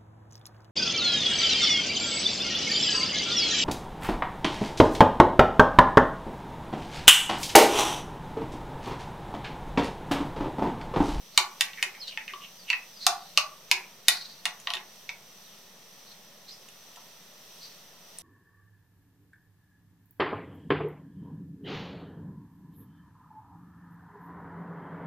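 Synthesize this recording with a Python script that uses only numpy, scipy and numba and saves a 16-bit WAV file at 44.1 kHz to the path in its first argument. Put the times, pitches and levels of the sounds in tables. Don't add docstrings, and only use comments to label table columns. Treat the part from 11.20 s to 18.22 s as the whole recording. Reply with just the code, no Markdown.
import sys
import numpy as np
from scipy import signal
from scipy.fft import rfft, irfft, next_fast_len
from scipy.io import wavfile
from scipy.ndimage import map_coordinates
from numba import njit

SR = 44100
rng = np.random.default_rng(int(sys.argv[2]) if len(sys.argv) > 2 else 0)


def dump(signal):
    limited = np.clip(np.atleast_2d(signal).T, -1, 1)
    pcm = np.round(limited * 32767).astype(np.int16)
    wavfile.write(sys.argv[1], SR, pcm)


def field_ratio(decibels):
    return 10 ** (np.asarray(decibels, dtype=float) / 20)


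N = 309582
DELAY_S = 0.0008
SIDES = np.array([[1], [-1]])


def rms_one(x):
    return x / np.sqrt(np.mean(x ** 2) + 1e-20)


def at_hz(points, hz):
    point_hz, point_db = np.transpose(points)
    return np.interp(np.log(hz), np.log(point_hz), point_db)


def drift(rate_hz):
    steps = rng.standard_normal(int(N / SR * rate_hz) + 3)
    return rms_one(map_coordinates(steps, [np.arange(N) / SR * rate_hz], order=3))


def band(x, low_hz, high_hz):
    edges = [low_hz, min(high_hz, 0.45 * SR)]
    return signal.sosfilt(signal.butter(2, edges, "band", fs=SR, output="sos"), x)


def high_pass(x, order, hz):
    return signal.sosfilt(signal.butter(order, hz, "high", fs=SR, output="sos"), x)


def decay(db, hz, t60_s, rise_s):
    t = np.arange(SR // 3) / SR
    envelope = field_ratio(db - 60 * t / t60_s) * (1 - np.exp(-t / rise_s))
    return envelope * np.sin(2 * np.pi * hz * t)


def dying_noise(rows, fall_s):
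    t = np.arange(SR // 3) / SR
    return rng.standard_normal((rows, len(t))) * np.exp(-t / fall_s)


def add(out, s, sound):
    i = round(s * SR)
    out[i:i + len(sound)] += sound[:N - i]


def low_noise():
    return field_ratio([[-86], [-81]]) * rms_one(band(rng.standard_normal((2, N)), 36, 100))


# frequency_hz, likeness (0-1)
COHERENCE = [(60, 1), (180, 0.95), (550, 0.88), (1650, 0.63), (4970, 0.29), (15000, 0.02)]
# frequency_hz, difference_db
BALANCE = [(60, -0.5), (240, 0.5), (950, -0.5), (3770, -0.5), (15000, -2)]


def gas_noise(spectrum):
    size = next_fast_len(N)
    hz = np.maximum(np.arange(size // 2 + 1) * SR / size, 1)
    inside = (hz > spectrum[0][0]) & (hz < spectrum[-1][0])
    alike = np.clip(at_hz(COHERENCE, hz), 0, 1)
    mid, side = rfft(rng.standard_normal((2, size)))
    pair = np.sqrt(1 + alike) * mid + np.sqrt(1 - alike) * side * SIDES
    gain = inside * field_ratio(at_hz(spectrum, hz) + at_hz(BALANCE, hz) * SIDES / 2)
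    return rms_one(irfft(gain * pair, size)[:, :N])


# time_s, level_db
GAS_FLOW = [
    (0, -1),
    (.3, 2),
    (2, 0.5),
    (4, 0),
    (5.2, -1),
    (5.6, .5),
    (7.02, 0),
]
# frequency_hz, density_db (dB per Hz)
FLAME_SPECTRUM = [(15, -50), (25, -19), (54, -23), (75, -23.5), (134, -11.5), (175, -3.5), (324, -18),
                  (357, -13), (386, -11.5), (589, -8.5), (818, -12), (1350, -13.5), (1570, -18.5),
                  (1840, -12), (2500, -18.5), (3250, -39), (5500, -120)]
# frequency_hz, density_db (dB per Hz)
JET_SPECTRUM = [(1470, -81), (2500, -8), (3290, -4), (3710, -4.5), (4920, -7), (5810, -1), (6230, -13.5),
                (7350, -10.5), (7890, -14.5), (9240, -8.5), (10600, -25), (11900, -10.5), (13700, -8),
                (16000, -20.5), (16400, -60)]


def burner():
    flow_db = np.interp(np.arange(N) / SR, *np.transpose(GAS_FLOW))
    flame = field_ratio(-58.5 + 0.17 * flow_db + 0.11 * drift(8.5)) * gas_noise(FLAME_SPECTRUM)
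    jet = field_ratio(-54.5 + flow_db + 0.77 * drift(5))
    whistle_hz, half_width_hz = 5993, 130
    common, left, right = rng.standard_normal((3, N))
    mixed = common + 0.88 * np.array([left, right])
    whistle = rms_one(band(mixed, whistle_hz - half_width_hz, whistle_hz + half_width_hz))
    return flame + jet * (gas_noise(JET_SPECTRUM) + field_ratio(-7 + 0.5 * drift(3.9)) * whistle)


# low_hz, high_hz, level_db, t60_s, side_share (ratio, differs between the sides)
REVERBERATION = [
    (298, 1350, -11.5, 0.39, 0.31),
    (1600, 2820, -14, 0.19, 0.85),
    (3300, 5930, -15, 0.21, 0.78),
    (7650, 50000, -16.5, 0.2, 1.13),
]


def kitchen(x):
    t = np.arange(SR // 2) / SR
    response = np.zeros((2, len(t)))
    response[:, 0] = field_ratio([-0.4, 0.4])
    mid, side = rng.standard_normal((2, len(t)))
    response += field_ratio(-29) * band(side, 1200, 16000) * t / 0.00076 * np.exp(1 - t / 0.00088) * SIDES
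    for k, (low_hz, high_hz, db, t60_s, side_share) in enumerate(REVERBERATION):
        noise = band(mid + side_share * side * SIDES, low_hz, high_hz)
        tail = noise * field_ratio(db - 20 - 60 * t / t60_s) * (1 - np.exp(-t / 0.0006))
        response += (-1) ** k * tail
    return signal.fftconvolve(x[None], response, axes=1)[:, :N]


# start_s, level_db
LOW_THUMPS = [
    (0.175, -32),
    (0.405, -50),
    (1.863, -68),
    (2.512, -65),
    (2.882, -49),
]


def thumps():
    out, t = np.zeros(N), np.arange(SR // 20) / SR
    push_s = 0.001
    for s, db in LOW_THUMPS:
        add(out, s + DELAY_S, -field_ratio(db - 3.5) * t / push_s * np.exp(1 - t / push_s))
    return out


# start_s, level_db
STAND_HUMS = [(0.202, -49), (0.663, -55), (1.128, -56.5), (1.88, -52), (2.19, -65.5), (2.529, -53),
              (2.568, -52.5), (2.907, -57), (3.279, -68), (3.557, -54)]


def stand():
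    out = np.zeros(N)
    for s, db in STAND_HUMS:
        add(out, s, decay(db + 12, 368.3, 0.067, 0.0057))
    return out


LOW_MODES = [829, 739, 896, 989, 1060, 1147, 1337, 1470]
# start_s, level_db, pitch_hz, other_modes_db
BELLY_RINGS = [(0.176, -20.5, 1125, 1.5), (0.408, -26, 1125, -5.5), (0.627, -34.5, 903, 3.5),
               (0.775, -47, 1150, 0), (0.975, -35.5, 880, -11), (1.134, -34.5, 1096, -15),
               (1.502, -35, 980, -3.5), (1.531, -33, 1145, -2), (1.865, -18, 1170, 0),
               (2.176, -14.5, 1158, -10), (2.514, -22, 953, -7.5), (2.885, -27, 990, 0.5),
               (3.255, -31, 857, 5.5), (3.472, -26, 1118, -7.5), (3.503, -31, 1017, -1),
               (3.541, -34.5, 862, 0.5), (3.894, -41, 940, -1.5), (5.77, -42.5, 940, -2.5)]
# start_s, level_db, pitch_hz, t60_s
STRUCK_RINGS = [
    (.18, -26, 863, 0.076),
    (1.136, -32, 1155, 0.072),
    (1.502, -12, 2630, 0.036),
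    (1.53, -17, 2586, 0.062),
    (2.885, -27.5, 1465, 0.044),
    (3.258, -29, 1950, 0.046),
    (3.258, -21, 2840, 0.044),
    (3.541, -31.5, 1877, 0.064),
    (3.891, -24, 2260, 0.022),
]
# start_s, level_db, pitch_hz, t60_s
DEEP_RINGS = [
    (1.868, -24.5, 700, 0.24),
    (1.87, -4, 804, 0.044),
    (2.174, -23.5, 625.5, 0.13),
    (2.515, -46, 765, 0.11),
    (2.882, -58, 650, 0.067),
    (3.259, -48, 776, 0.1),
    (3.475, -33, 693, 0.18),
]


def belly():
    out, hz = np.zeros(N), np.array(LOW_MODES)[:, None]
    strengths = rng.standard_normal((len(BELLY_RINGS), len(hz), 1))
    slaps = band(dying_noise(len(BELLY_RINGS), 0.0092), 554, 1020)
    for (s, db, ring_hz, others_db), strength, slap in zip(BELLY_RINGS, strengths, slaps):
        main = decay(db + 5, ring_hz, 0.028, 0.0035)
        others = np.sign(strength) * decay(db + others_db - 10 + 3 * np.abs(strength), hz, 0.056, 0.0027)
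        add(out, s, main + others.sum(axis=0) + field_ratio(db + others_db) * slap)
    for s, db, ring_hz, t60_s in STRUCK_RINGS:
        add(out, s, decay(db, ring_hz, t60_s, 0.00097))
    for s, db, ring_hz, t60_s in DEEP_RINGS:
        add(out, s, decay(db - 7.5, ring_hz, t60_s, 0.0088))
    return high_pass(out, 6, 560)


@njit
def gliding(x, hz, r, rate):
    y = np.zeros(len(x))
    for i in range(2, len(x)):
        feedback = 2 * r * np.cos(2 * np.pi * hz[i] / rate) * y[i - 1] - r * r * y[i - 2]
        y[i] = x[i] - x[i - 2] + feedback
    return y


DEEP_STROKES = [(.448, -46, 2300, 0.0087, 0.28), (.584, -40, 2020, 0.043, .1),
                (.618, -42, 2020, 0.018, .005), (.667, -40, 2060, 0.0077, 0.028),
                (.748, -43.5, 2150, 0.042, 0.064), (.885, -40.5, 2930, 0.014, 0.11),
                (.915, -42, 2830, .08, .07), (.997, -44, 2180, .01, 0.06), (1.014, -42.5, 2080, .02, 0.031),
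                (1.096, -36.5, 2040, 0.013, 0.025), (1.24, -38, 2880, 0.046, .05),
                (1.497, -34.5, 2740, 0.047, .004), (2.57, -37.5, 2380, .015, .1),
                (3.568, -45, 1940, 0.011, 0.086)]
DOWN_STROKES = [
    (.895, -53, 3300, .05, 0.04),
    (.812, -40.5, 5060, .03, 0.037),
    (.834, -31.5, 4220, 0.04, 0.035),
    (1.42, -51.5, 4480, 0.13, .05),
    (1.78, -47, 4740, 0.062, 0.071),
    (1.855, -47, 3840, 0.078, .008),
    (4.25, -56.5, 4040, .08, .2),
]
ALONG_STROKES = [
    (2.9, -30, 4150, .015, 0.24),
    (0.1515, -46, 4100, 0.038, .005),
    (.88, -36, 3980, .03, 0.045),
    (1.81, -40, 4100, 0.025, 0.39),
    (0.9, -46, 3100, .2, .06),
    (5.292, -42.5, 4150, 0.021, 0.091),
    (5.32, -48, 5100, .05, 0.13),
    (4.9, -51, 4050, 0.057, 0.07),
    (6.435, -46.5, 4360, 0.057, 0.15),
]
SINGING_STROKES = [
    (1.51, -39, 2640, .01, .08),
    (1.54, -39, 2550, .03, 0.12),
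    (3.898, -64, 2140, .01, 0.041),
]


def scrapes(strokes, sag_hz_per_s, slips_per_s, width_hz, skirt_db, size_db):
    t, level, hz = np.arange(N) / SR, np.zeros(N), np.full(N, 3000.)
    for s, db, centre_hz, swell_s, fall_s in strokes:
        late = t - s
        away = np.where(late < 0, -late / swell_s, late / fall_s)
        gain = (away < 1.3) * field_ratio(db - 25 * away)
        on = gain > level
        level[on] = gain[on]
        hz[on] = np.clip(centre_hz - sag_hz_per_s * late[on], 1000, 8000)
    slip_sizes = field_ratio(size_db * rng.exponential(1, N).clip(0, 3)) * rng.choice([-1, 1], N)
    slips = (rng.random(N) < slips_per_s / SR) * slip_sizes
    r = np.exp(-np.pi * width_hz / SR)
    squeak = rms_one(gliding(gliding(slips, hz, r, SR), hz, r * r, SR))
    skirt = field_ratio(skirt_db) * rms_one(band(slips, 1700, 5800))
    judder = field_ratio(3 * drift(60))
    return level * judder * (squeak + skirt)


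# start_s, level_db, upper_modes_db, top_modes_db, pitch_hz (strongest ring)
SPOON_KNOCKS = [(0.1752, -0.5, -3.5, -4, 2340), (0.408, -2, -10.5, -7.5, 2435),
                (0.626, -7, -13.5, -10, 2190), (1.501, -6, -13.5, -20.5, 2500),
                (1.8654, -5.5, 1.5, 2, 2460), (2.174, -6, 2.5, -6, 2830), (2.513, -4, -4, -4.5, 2390),
                (2.8824, -1, -6, 1, 3020), (3.2538, -9, -8, -7.5, 2080), (3.4711, -13, -13.5, -30, 3020),
                (3.5026, -17, -13, -15, 3300), (3.5358, -18.5, -10, -8.5, 3270),
                (3.5514, -21, -25, -12, 3310), (3.8912, -19.5, -10.5, -25, 2220),
                (3.3997, -42, -9, 4, 1990), (5.4858, -41.5, -7, 1.5, 2920), (5.759, -37.5, -6.5, -3, 2180),
                (6.454, -48, 10, -14, 3340), (6.985, -45, 4.5, 0, 2940)]


def approach():
    out, t = np.zeros(N), np.arange(-SR // 16, 0) / SR
    hisses = band(rng.standard_normal((len(SPOON_KNOCKS), len(t))), 1500, 6100)
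    for (s, db, *_), hiss in zip(SPOON_KNOCKS, hisses):
        add(out, s + DELAY_S + t[0], field_ratio(db - 38) * hiss * np.exp(t / 0.014))
    return out


# start_s, level_db, pitch_hz (strongest ring)
SOFT_TOUCHES = [
    (.484, -28, 2180),
    (0.5324, -29.5, 2840),
    (0.574, -30, 2000),
    (0.7481, -29, 2040),
    (0.9736, -15.5, 2100),
    (1.0136, -40, 2220),
    (1.0787, -21, 2270),
    (1.1353, -27, 3070),
    (1.529, -10.5, 2650),
    (3.568, -25, 3120),
]
# pitch_hz, level_db, t60_s
GLASS_MODES = [(1552, 1.5, 0.12), (1902, 14, 0.043), (2030, -23, 0.014), (2300, 4, 0.052),
               (2585, 22, 0.011), (2830, 11, 0.04), (2980, 22.5, 0.011), (3537, 20.5, 0.0083),
               (3570, 22, .03), (4260, 16, 0.015), (4390, 5.5, 0.037), (4390, 9, 0.029), (4840, 17, 0.023),
               (5440, 11, 0.02), (6010, 17.5, 0.029), (6900, 2, 0.014), (7100, 19.5, 0.013),
               (6800, 20, .025), (8020, 10, 0.012), (8530, -34, 0.0068), (8400, -34, 0.027),
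               (10470, 11, 0.054), (10900, 13, 0.03), (12260, 9, 0.041)]
# delay_s, level_db
REFLECTIONS = [
    (.0026, -17),
    (.0059, -13),
    (.0097, -18),
    (0.0125, -16),
]
# start_s, level_db, pitch_hz, width_hz
RIM_TICK = [
    (6.985, -26, 8750, 2450),
]


def knocks():
    out = np.zeros(N)
    hz, mode_db, t60_s = np.transpose(GLASS_MODES)[:, :, None]
    touches = [(s, db, -19, -30, ring_hz) for s, db, ring_hz in SOFT_TOUCHES]
    blows = [*SPOON_KNOCKS, *touches]
    chance = rng.standard_normal((len(blows), 3, len(GLASS_MODES), 1))
    bursts = field_ratio(-9) * dying_noise(len(blows), 0.0037)
    bursts[:, 0] = field_ratio(16)
    for (s, db, upper_db, top_db, ring_hz), (strength, detune, sign), burst in zip(blows, chance, bursts):
        colour = [(1.25 * ring_hz, 0), (1.45 * ring_hz, upper_db), (6200, upper_db), (6800, top_db)]
        levels_db = mode_db + at_hz(colour, hz) + 2.5 * strength - 29
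        rings = np.sign(sign) * decay(levels_db, hz * (1 + 0.01 * detune), np.minimum(t60_s, 0.016), 0.0002)
        strongest = decay(-11, ring_hz, 0.012, 0.0001)
        strongest += decay(upper_db - 8.5, 4130, 0.012, 0.00018)
        crack = field_ratio(-3 + upper_db / 3) * band(burst, 1700, 1.35 * ring_hz)
        crack += band(burst, ring_hz / 1.2, ring_hz * 1.2)
        crack -= field_ratio(upper_db) * band(burst, 1.35 * ring_hz, 6500)
        crack += field_ratio(top_db - 4) * band(burst, 7170, 9210)
        crack -= field_ratio(top_db - 12) * band(burst, 8600, 14200)
        sound = field_ratio(db) * (rings.sum(axis=0) + strongest + crack)
        add(out, s + DELAY_S, sound)
        for (late_s, echo_db), shift in zip(REFLECTIONS, detune[:, 0]):
            add(out, s + DELAY_S + late_s * (1 + 0.06 * shift), field_ratio(echo_db) * sound)
    for s, db, tick_hz, width_hz in RIM_TICK:
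        burst = dying_noise(1, 0.0015)[0]
        tick = band(burst, tick_hz - width_hz / 2, tick_hz + width_hz / 2)
        add(out, s + DELAY_S, field_ratio(db + 9) * tick)
    return high_pass(out, 4, 1500)


def scene():
    deep = scrapes(DEEP_STROKES, 540, slips_per_s=2400, width_hz=510, skirt_db=-19.5, size_db=6)
    down = scrapes(DOWN_STROKES, 12400, slips_per_s=4200, width_hz=200, skirt_db=-33, size_db=9.5)
    along = scrapes(ALONG_STROKES, 0, slips_per_s=4500, width_hz=680, skirt_db=-11, size_db=2)
    singing = scrapes(SINGING_STROKES, 270, slips_per_s=9000, width_hz=100, skirt_db=-41, size_db=15)
    friction = field_ratio(-3.5) * (deep + down + along + singing)
    bowl = approach() + knocks() + belly() + stand() + friction
    return kitchen(bowl) + thumps() + burner() + low_noise()


def roll_off(x):
    return signal.sosfilt(signal.butter(12, 16570, fs=SR, output="sos"), x)


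def record(dry):
    loud = np.clip(dry - 0.0008, -1, 1)
    mix = signal.sosfilt(signal.cheby2(10, 40, 16800, fs=SR, output="sos"), loud)
    return roll_off(mix)


dry = scene()
out = record(dry)
dump(out)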